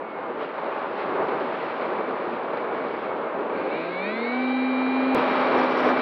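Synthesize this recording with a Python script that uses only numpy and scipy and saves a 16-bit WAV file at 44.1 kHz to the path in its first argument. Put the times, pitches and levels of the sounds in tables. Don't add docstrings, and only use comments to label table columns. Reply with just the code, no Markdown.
import sys
import numpy as np
from scipy import signal
from scipy.fft import rfft, irfft, next_fast_len
from scipy.io import wavfile
from scipy.ndimage import uniform_filter1d

SR = 44100
rng = np.random.default_rng(int(sys.argv[2]) if len(sys.argv) > 2 else 0)


def log_audio(samples):
    frames = np.atleast_2d(samples).T
    limited = np.clip(frames, -1, 1)
    pcm = np.round(limited * 32767).astype(np.int16)
    wavfile.write(sys.argv[1], SR, pcm)


def boost_factor(decibels):
    exponent = np.asarray(decibels, float) / 20
    return 10 ** exponent


N = 265318

THROTTLE_S, CHANGE_S = 3.5, 5.1479
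CRUISE_DB = -28.5
# t/s, whistle f/Hz, level/dB
WHISTLE = [
    [(0, 2262, -53), (.1, 2205, -52), (.2, 2162, -52.5), (.33, 2100, -53)],
    [(.95, 2110, -58), (1.2, 2170, -53), (1.5, 2225, -53), (1.75, 2275, -56), (2.0, 2297, -52.5),
     (2.35, 2296, -56), (2.6, 2272, -51), (2.8, 2256, -51), (3.1, 2207, -52), (3.45, 2130, -59)],
]


def in_time(*tables):
    s, *columns = np.transpose(np.vstack(tables))
    return [np.interp(np.arange(N) / SR, s, c) for c in columns]


def after(s):
    return np.maximum(np.arange(N) / SR - s, 0)


def sounding(table, fade_s):
    t = np.arange(N) / SR
    return np.clip(np.minimum(t - table[0][0], table[-1][0] - t) / fade_s, 0, 1)


def bumps(rows):
    s, width, *columns = np.transpose(rows)
    coarse = np.arange(0, N + 40, 40)
    bell = np.exp(-.5 * ((coarse[:, None] / SR - s) / width) ** 2)
    return [np.interp(np.arange(N), coarse, bell @ c) for c in columns]


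def at_hz(points, hz):
    point_hz, point_db = np.transpose(points)
    return np.interp(np.log(np.maximum(hz, 1)), np.log(point_hz), point_db)


def rms_one(x):
    return x / np.sqrt(np.mean(x ** 2) + 1e-20)


def drift(rate):
    r = np.exp(-80 * np.pi * rate / SR)
    noise = rng.standard_normal(N // 40 + 2002)
    slow = signal.lfilter([1], [1, -2 * r, r * r], noise)[2000:]
    return np.interp(np.arange(N) / 40, np.arange(len(slow)), rms_one(slow))


def coloured(colour):
    size = next_fast_len(N)
    hz = np.arange(size // 2 + 1) * SR / size
    inside = (hz >= colour[0][0]) & (hz <= colour[-1][0])
    spectrum = rfft(rng.standard_normal(size)) * boost_factor(at_hz(colour, hz)) * inside
    return spectrum / np.std(irfft(spectrum, size)), hz, size


def air():
    # t/s, buffeting roar level/dB, airflow level/dB re cruise
    course = [
        [(0, -30, -8.5), (.12, -35, -5.5), (.4, -30, -4.5), (.7, -32, 0.5), (1.0, -28, -1), (1.3, -24.5, 1),
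         (1.55, -29, 2.5), (2.0, -27, -0.5), (2.45, -28.5, -1.5), (3.0, -29, 1), (3.3, -27, -4.5),
         (3.75, -30.5, -2.5), (4.2, -29.5, -1.5), (4.6, -32.5, -1.5), (5.147, -26, 2)],
        [(5.15, -22.5, 10), (5.6, -22.5, 8), (6.02, -22.5, 8.5)],
    ]
    # t/s, width/s, roar level/dB, airflow level/dB, low-roar excess level/dB
    gusts = [(.04, 0.041, -0.6, .1, 0), (.17, 0.057, 1.5, 0, -2.5), (.28, 0.08, 2.5, -0.5, -0.6),
             (.43, .03, 0, 6.5, 0.5), (.55, .05, 0, .1, -3), (.68, 0.072, 5, -1.5, -2),
             (.77, 0.054, 2.3, 0.5, -5.5), (.85, 0.013, 6, -0.5, -6), (1.01, .03, 0.5, 5, -2.5),
             (1.1, 0.036, -0.5, 1, 3), (1.21, 0.022, 4, -1, -0.5), (1.285, 0.017, -2, 1, -0.5),
             (1.34, .03, 1.5, -0.3, -.6), (1.5, 0.058, -0.4, -0.7, 1.7), (1.7, 0.06, 0, 0, -1.5),
             (1.8, 0.024, 1.5, 2, -4.5), (1.91, 0.069, 0.5, 0.3, 1.7), (2.1, 0.055, 0.9, -0.5, 0),
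             (2.3, 0.065, -0.3, 1, 0.3), (2.45, .04, 0.1, -0.5, -0.3), (2.28, 0.0086, .6, -1, 1.5),
             (2.55, 0.025, 3, 0.5, -2), (2.578, 0.0049, 2, 2.5, -1.2), (2.69, 0.033, 2.5, -2.5, -3.5),
             (2.82, .05, 0.8, -1, 2), (2.96, 0.037, -0.5, -1.5, 2.3), (3.12, 0.026, 2, -2, 1),
             (3.31, 0.024, -2.5, 0.5, -6), (3.45, 0.079, 1.3, 0.5, 1.2), (3.65, 0.085, 1, 2, 5.5),
             (3.85, 0.071, -1.4, 2, 3), (4.13, 0.051, -2, 0.5, 3), (4.4, .08, -1.4, 2.5, 3.5),
             (4.8, 0.082, 1.5, -1, -1.5), (5.17, 0.018, 1, -0.2, 3.5), (5.27, 0.055, 1, -0.3, -1.7),
             (5.4, 0.055, 0.5, 0, -3), (5.535, 0.038, 4, 0.5, 0.5), (5.61, 0.032, 2, 0.3, -1),
             (5.68, 0.023, 0, -0.5, -4.5), (5.78, .04, 0.5, 0.5, -1), (5.9, 0.04, 4, 1, -0.5),
             (5.935, 0.015, -3.5, -1.5, 3.5)]
    return np.vstack([in_time(*course), np.zeros(N)]) + bumps(gusts)


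def wind(gust_db, patchy_db):
    anchors_hz = [150, 350, 850, 3000, 5000]
    # f/Hz, level/dB per Hz
    colour = [(15, -83), (25, -60), (223, -6.5), (411, 0.5), (645, -0.5), (791, -2.5), (1190, -5),
              (1950, -16), (2280, -16.5), (2600, -20.5), (4200, -34), (5500, -54), (6100, -63), (6700, -84)]
    roar, flow, low = air()
    rumble_dip_db = -3.5 * sounding([[THROTTLE_S - .1], [CHANGE_S]], 0.11)
    rumble = 0.96 * (roar - CRUISE_DB + low) + rumble_dip_db
    edge = 1.52 * flow
    levels = CRUISE_DB + np.array([rumble, roar - CRUISE_DB + low, roar - CRUISE_DB, flow, edge])
    spectrum, hz, size = coloured(colour)
    out, buffet = 0, drift(31)
    for centre in 25 * 2 ** np.arange(0, 8.6, .5):
        octaves = np.log2(np.maximum(hz, 1) / centre)
        share = np.cos(np.pi * np.clip(octaves, -.5, .5)) ** 2
        weights = [np.interp(np.log(centre), np.log(anchors_hz), row) for row in np.eye(len(levels))]
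        gain = boost_factor(weights @ levels + gust_db * buffet + patchy_db * drift(6))
        out = out + gain * irfft(spectrum * share, size)[:N]
    return out


def sizzle(flicker_db):
    # f/Hz, level/dB per Hz
    eddy_colour = [(4000, -10), (4500, 22), (5500, 19), (6100, 9), (6600, 0), (7000, 0), (8000, -1),
                   (9000, -4), (10000, -10), (11900, -17), (12050, -40)]
    # f/Hz, level/dB per Hz
    haze_colour = [(5500, -8.5), (6500, 2.5), (9000, -4), (11900, -9.5), (12050, -30)]
    # t/s, width/s, level/dB
    spits = [
        (5.585, 0.014, 10),
        (5.614, .004, 7),
        (5.642, .008, 10),
        (5.718, .015, 10),
        (5.79, 0.024, 13),
        (5.848, 0.0087, 12),
        (5.893, 0.016, 10),
        (5.97, .035, 2),
    ]
    spectrum, hz, size = coloured(eddy_colour)
    haze = boost_factor(-92) * irfft(coloured(haze_colour)[0], size)[:N]
    lull_db = -0.5 * (after(5.65) > 0)
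    level_db = -79 + 1.72 * air()[1] + lull_db + bumps(spits)[0]
    return boost_factor(level_db + flicker_db * drift(120)) * irfft(spectrum, size)[:N] + haze


def whistle(flutter_db):
    hz, level_db = in_time(*WHISTLE)
    on = sum(sounding(table, 0.073) for table in WHISTLE)
    gain = np.sqrt(2) * boost_factor(level_db + flutter_db * drift(5.9))
    return on * gain * np.sin(2 * np.pi * np.cumsum(hz + 3.5 * drift(4)) / SR)


def flicks():
    # t/s, peak level/dB
    strong_ticks = [(.227, -61), (.42, -53), (.979, -52), (1.227, -53), (1.4, -53), (1.856, -53),
                    (1.907, -54), (2.04, -55), (2.108, -54), (2.123, -51), (2.332, -55), (2.435, -53),
                    (2.573, -49), (2.966, -52), (3.042, -55), (3.219, -58), (3.408, -54)]
    low_hz, high_hz = 3400, 4700
    turns = np.cumsum(in_time(*WHISTLE)[0]) / SR / 31.8
    turns -= turns[int(.033 * SR)]
    new_turn = np.diff(np.floor(turns), prepend=np.floor(turns[0])) > 0
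    ticks = new_turn * (after(THROTTLE_S) == 0)
    clicks = ticks * boost_factor(-54 + air()[1] + 3 * rng.standard_normal(N))
    for s, db in strong_ticks:
        clicks[int(s * SR)] = boost_factor(db + 4.5)
    band = signal.butter(4, [low_hz, high_hz], "band", fs=SR, output="sos")
    return signal.sosfilt(band, clicks + 1e-18) * SR / (2 * (high_hz - low_hz))


def sweep():
    start_s, length_s, from_hz, to_hz = 3.555, .06, 3850, 5150
    part = np.clip((np.arange(N) / SR - start_s) / length_s, 0, 1)
    hz = from_hz + (to_hz - from_hz) * part
    envelope = np.sqrt(np.sin(np.pi * part) ** 2)
    return boost_factor(-53 - 14 * part) * envelope * np.sin(2 * np.pi * np.cumsum(hz) / SR)


def blade_rate():
    # t/s, blade rate f/Hz
    speed = [
        [(3.5, 106), (3.67, 136), (3.79, 162), (3.85, 170.8), (3.97, 182.2), (4.03, 192.8), (4.12, 216.3),
         (4.18, 226.5), (4.28, 241.3), (4.36, 249.6), (4.44, 254), (4.62, 257.2), (4.74, 257.1), (4.92, 258.6),
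         (5.147, 261.8)],
        [(5.149, 258.2), (5.6, 255.7), (5.76, 253.5), (6.02, 254.3)],
    ]
    inertia = int(.04 * SR)
    first, second = (uniform_filter1d(in_time(part)[0], inertia, mode="nearest") for part in speed)
    return np.where(after(CHANGE_S) > 0, second, first)


def ringing(modes):
    out = 0
    for hz, width_hz, db in modes:
        peak = np.hstack(signal.iirpeak(hz, hz / width_hz, fs=SR))
        out = out + boost_factor(db) * rms_one(signal.sosfilt([peak] * 3, rng.standard_normal(N)))
    return signal.sosfilt(signal.butter(8, 4900, fs=SR, output="sos"), out)


def rasp():
    # f/Hz, width f/Hz, level/dB
    fuselage = [
        (1588, 170, 2),
        (2308, 430, 4),
    ]
    # f/Hz, width f/Hz, level/dB
    mount = [
        (3750, 400, 4),
        (4180, 460, 5),
        (2800, 600, 9),
        (4650, 400, -5),
    ]
    attack_s, hold_s, decay_s = 0.088, 0.13, 0.084
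    since, blade_hz = after(THROTTLE_S - .02), blade_rate()
    fuselage_db = -54.5 + 9.5 * np.exp(-np.maximum(since - hold_s, 0) / decay_s)
    mount_db = -63.3 + .04 * (blade_hz - blade_hz.max()) - 7.5 * (after(CHANGE_S) > 0)
    body = boost_factor(fuselage_db) * ringing(fuselage) + boost_factor(mount_db) * ringing(mount)
    return np.minimum(since / attack_s, 1) ** 2 * body


def motor(wobble, waver, flutter_db, fade_hz):
    # blade rate f/Hz, level/dB
    hum = [(105, -71), (143, -55.5), (198, -38), (238, -33.5), (255, -25), (262, -24)]
    blade_multiples = [2, 2, 2.11, 3, 3, 3.11, 3.21, 5, 6, 12, 12.61, 14.97, 16.96, 14.97, 14.97, 2.04, 3.9,
                       6, 4.93]
    # level/dB, from blade f/Hz, to blade f/Hz
    blades = [(-35, 224, 247), (-40.5, 257.5, 270), (-40, 246, 257.5), (-37.5, 136, 216), (-38.5, 232, 255),
              (-39.5, 246, 270), (-42, 250, 270), (-46, 250, 340), (-42, 243, 255.5), (-59.5, 240, 270),
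              (-60.5, 230, 270), (-54.5, 246, 254), (-65.5, 290, 270), (-47.5, 254, 257),
              (-51.5, 258.7, 270), (-40.5, 136, 178), (-37, 140, 175), (-51, 175, 200), (-50, 230, 222)]
    # multiple, level/dB, from and to blade f/Hz
    magnets = [(6.13, -39, 251, 270), (9.2, -36.5, 165, 270), (12.27, -46, 158, 175),
               (12.27, -40.5, 175, 218), (15.33, -45, 142, 196), (15.69, -46.5, 172, 270),
               (18.76, -47, 175, 270), (21.82, -48.5, 172, 270), (24.88, -53, 138, 270),
               (27.96, -58, 140, 165), (18.03, -39, 143, 163), (18.03, -46, 200, 243),
               (18.03, -50, 243, 270), (21.09, -52, 157, 186), (24.15, -51, 152, 174),
               (27.3, -55, 142, 165), (16.48, -44, 228, 250), (16.48, -53, 250, 270),
               (19.56, -53, 175, 212), (22.6, -51, 158, 184), (25.72, -53, 143, 168), (7.09, -40, 200, 232),
               (7.09, -46, 250, 270), (10.18, -45, 158, 170), (10.18, -48, 178, 236),
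               (13.25, -53, 145, 172), (8.54, -48, 225, 270), (11.6, -52, 160, 200), (11.28, -46, 192, 225),
               (14.35, -49, 148, 182), (7.73, -41, 232, 270), (10.72, -51, 180, 222),
               (13.65, -54, 160, 178)]
    # f/Hz, level/dB
    airframe = [(1600, -10), (1740, -17), (1860, -7), (2120, -5.5), (2260, 2), (2365, 0), (2420, -3),
                (2520, -6), (2700, -16), (3000, -16), (3250, -14), (3550, -10), (3850, -11), (4300, -13)]
    louder_after_change = {7.73: 5}
    on = int(THROTTLE_S * SR)
    blade_hz, changed = blade_rate()[on:], after(CHANGE_S)[on:] > 0
    torque = np.clip(np.gradient(blade_hz) * SR / 100, 0, 3)
    angle = 2 * np.pi * np.cumsum(blade_hz * (1 + wobble * drift(13)[on:])) / SR
    tones = [(multiple, *row) for multiple, row in zip(blade_multiples, blades)]
    for multiple, db, low_hz, high_hz in magnets:
        magnet_db = db + 2 * torque + at_hz(airframe, multiple * blade_hz)
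        tones.append((multiple, magnet_db, low_hz, high_hz))
    whine = 0
    for multiple, db, low_hz, high_hz in tones:
        heard = np.clip(np.minimum(blade_hz - low_hz, high_hz - blade_hz) / fade_hz + .5, 0, 1)
        muffle_db = -50 * np.maximum(multiple * blade_hz - 4400, 0) / 1000
        shake = drift(6.2)[on:]
        kept_db = louder_after_change.get(multiple, 0) * changed
        gain = boost_factor(db + kept_db + muffle_db + flutter_db * shake)
        phase = multiple * (angle + waver * shake[::-1]) + rng.uniform(0, 2 * np.pi)
        whine = whine + heard * gain * np.sin(phase)
    spool_db = -28 * np.maximum(1 - after(THROTTLE_S)[on:] / .22, 0)
    whine_db = spool_db - 5 * changed
    hum_db = at_hz(hum, blade_hz) + changed * (-5.5 + 1.4 * drift(5.5)[on:])
    driven = boost_factor(hum_db) * np.sin(angle) + boost_factor(whine_db) * whine
    return np.sqrt(2) * np.append(np.zeros(on), driven)


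def scene():
    rush = wind(gust_db=0.63, patchy_db=0.33) + sizzle(flicker_db=3.0)
    idle = whistle(flutter_db=1.2) + flicks()
    driven = motor(wobble=.0005, waver=.03, flutter_db=.8, fade_hz=7) + rasp() + sweep()
    return (rush + idle + driven)[None]


def top_cut(x):
    return signal.sosfilt(signal.butter(12, 16000, fs=SR, output="sos"), x)


def record(dry):
    # f/Hz, width f/Hz
    dips = [
        (700, 36),
        (6500, 420),
        (7500, 260),
    ]
    for hz, width_hz in dips:
        dry = signal.lfilter(*signal.iirnotch(hz, hz / width_hz, fs=SR), dry)
    since = np.arange(N) / SR - CHANGE_S
    step = -0.115 * (since > 0) * np.exp(-np.maximum(since, 0) / 0.00051)
    return top_cut(dry + step)


dry = scene()
out = record(dry)
log_audio(out)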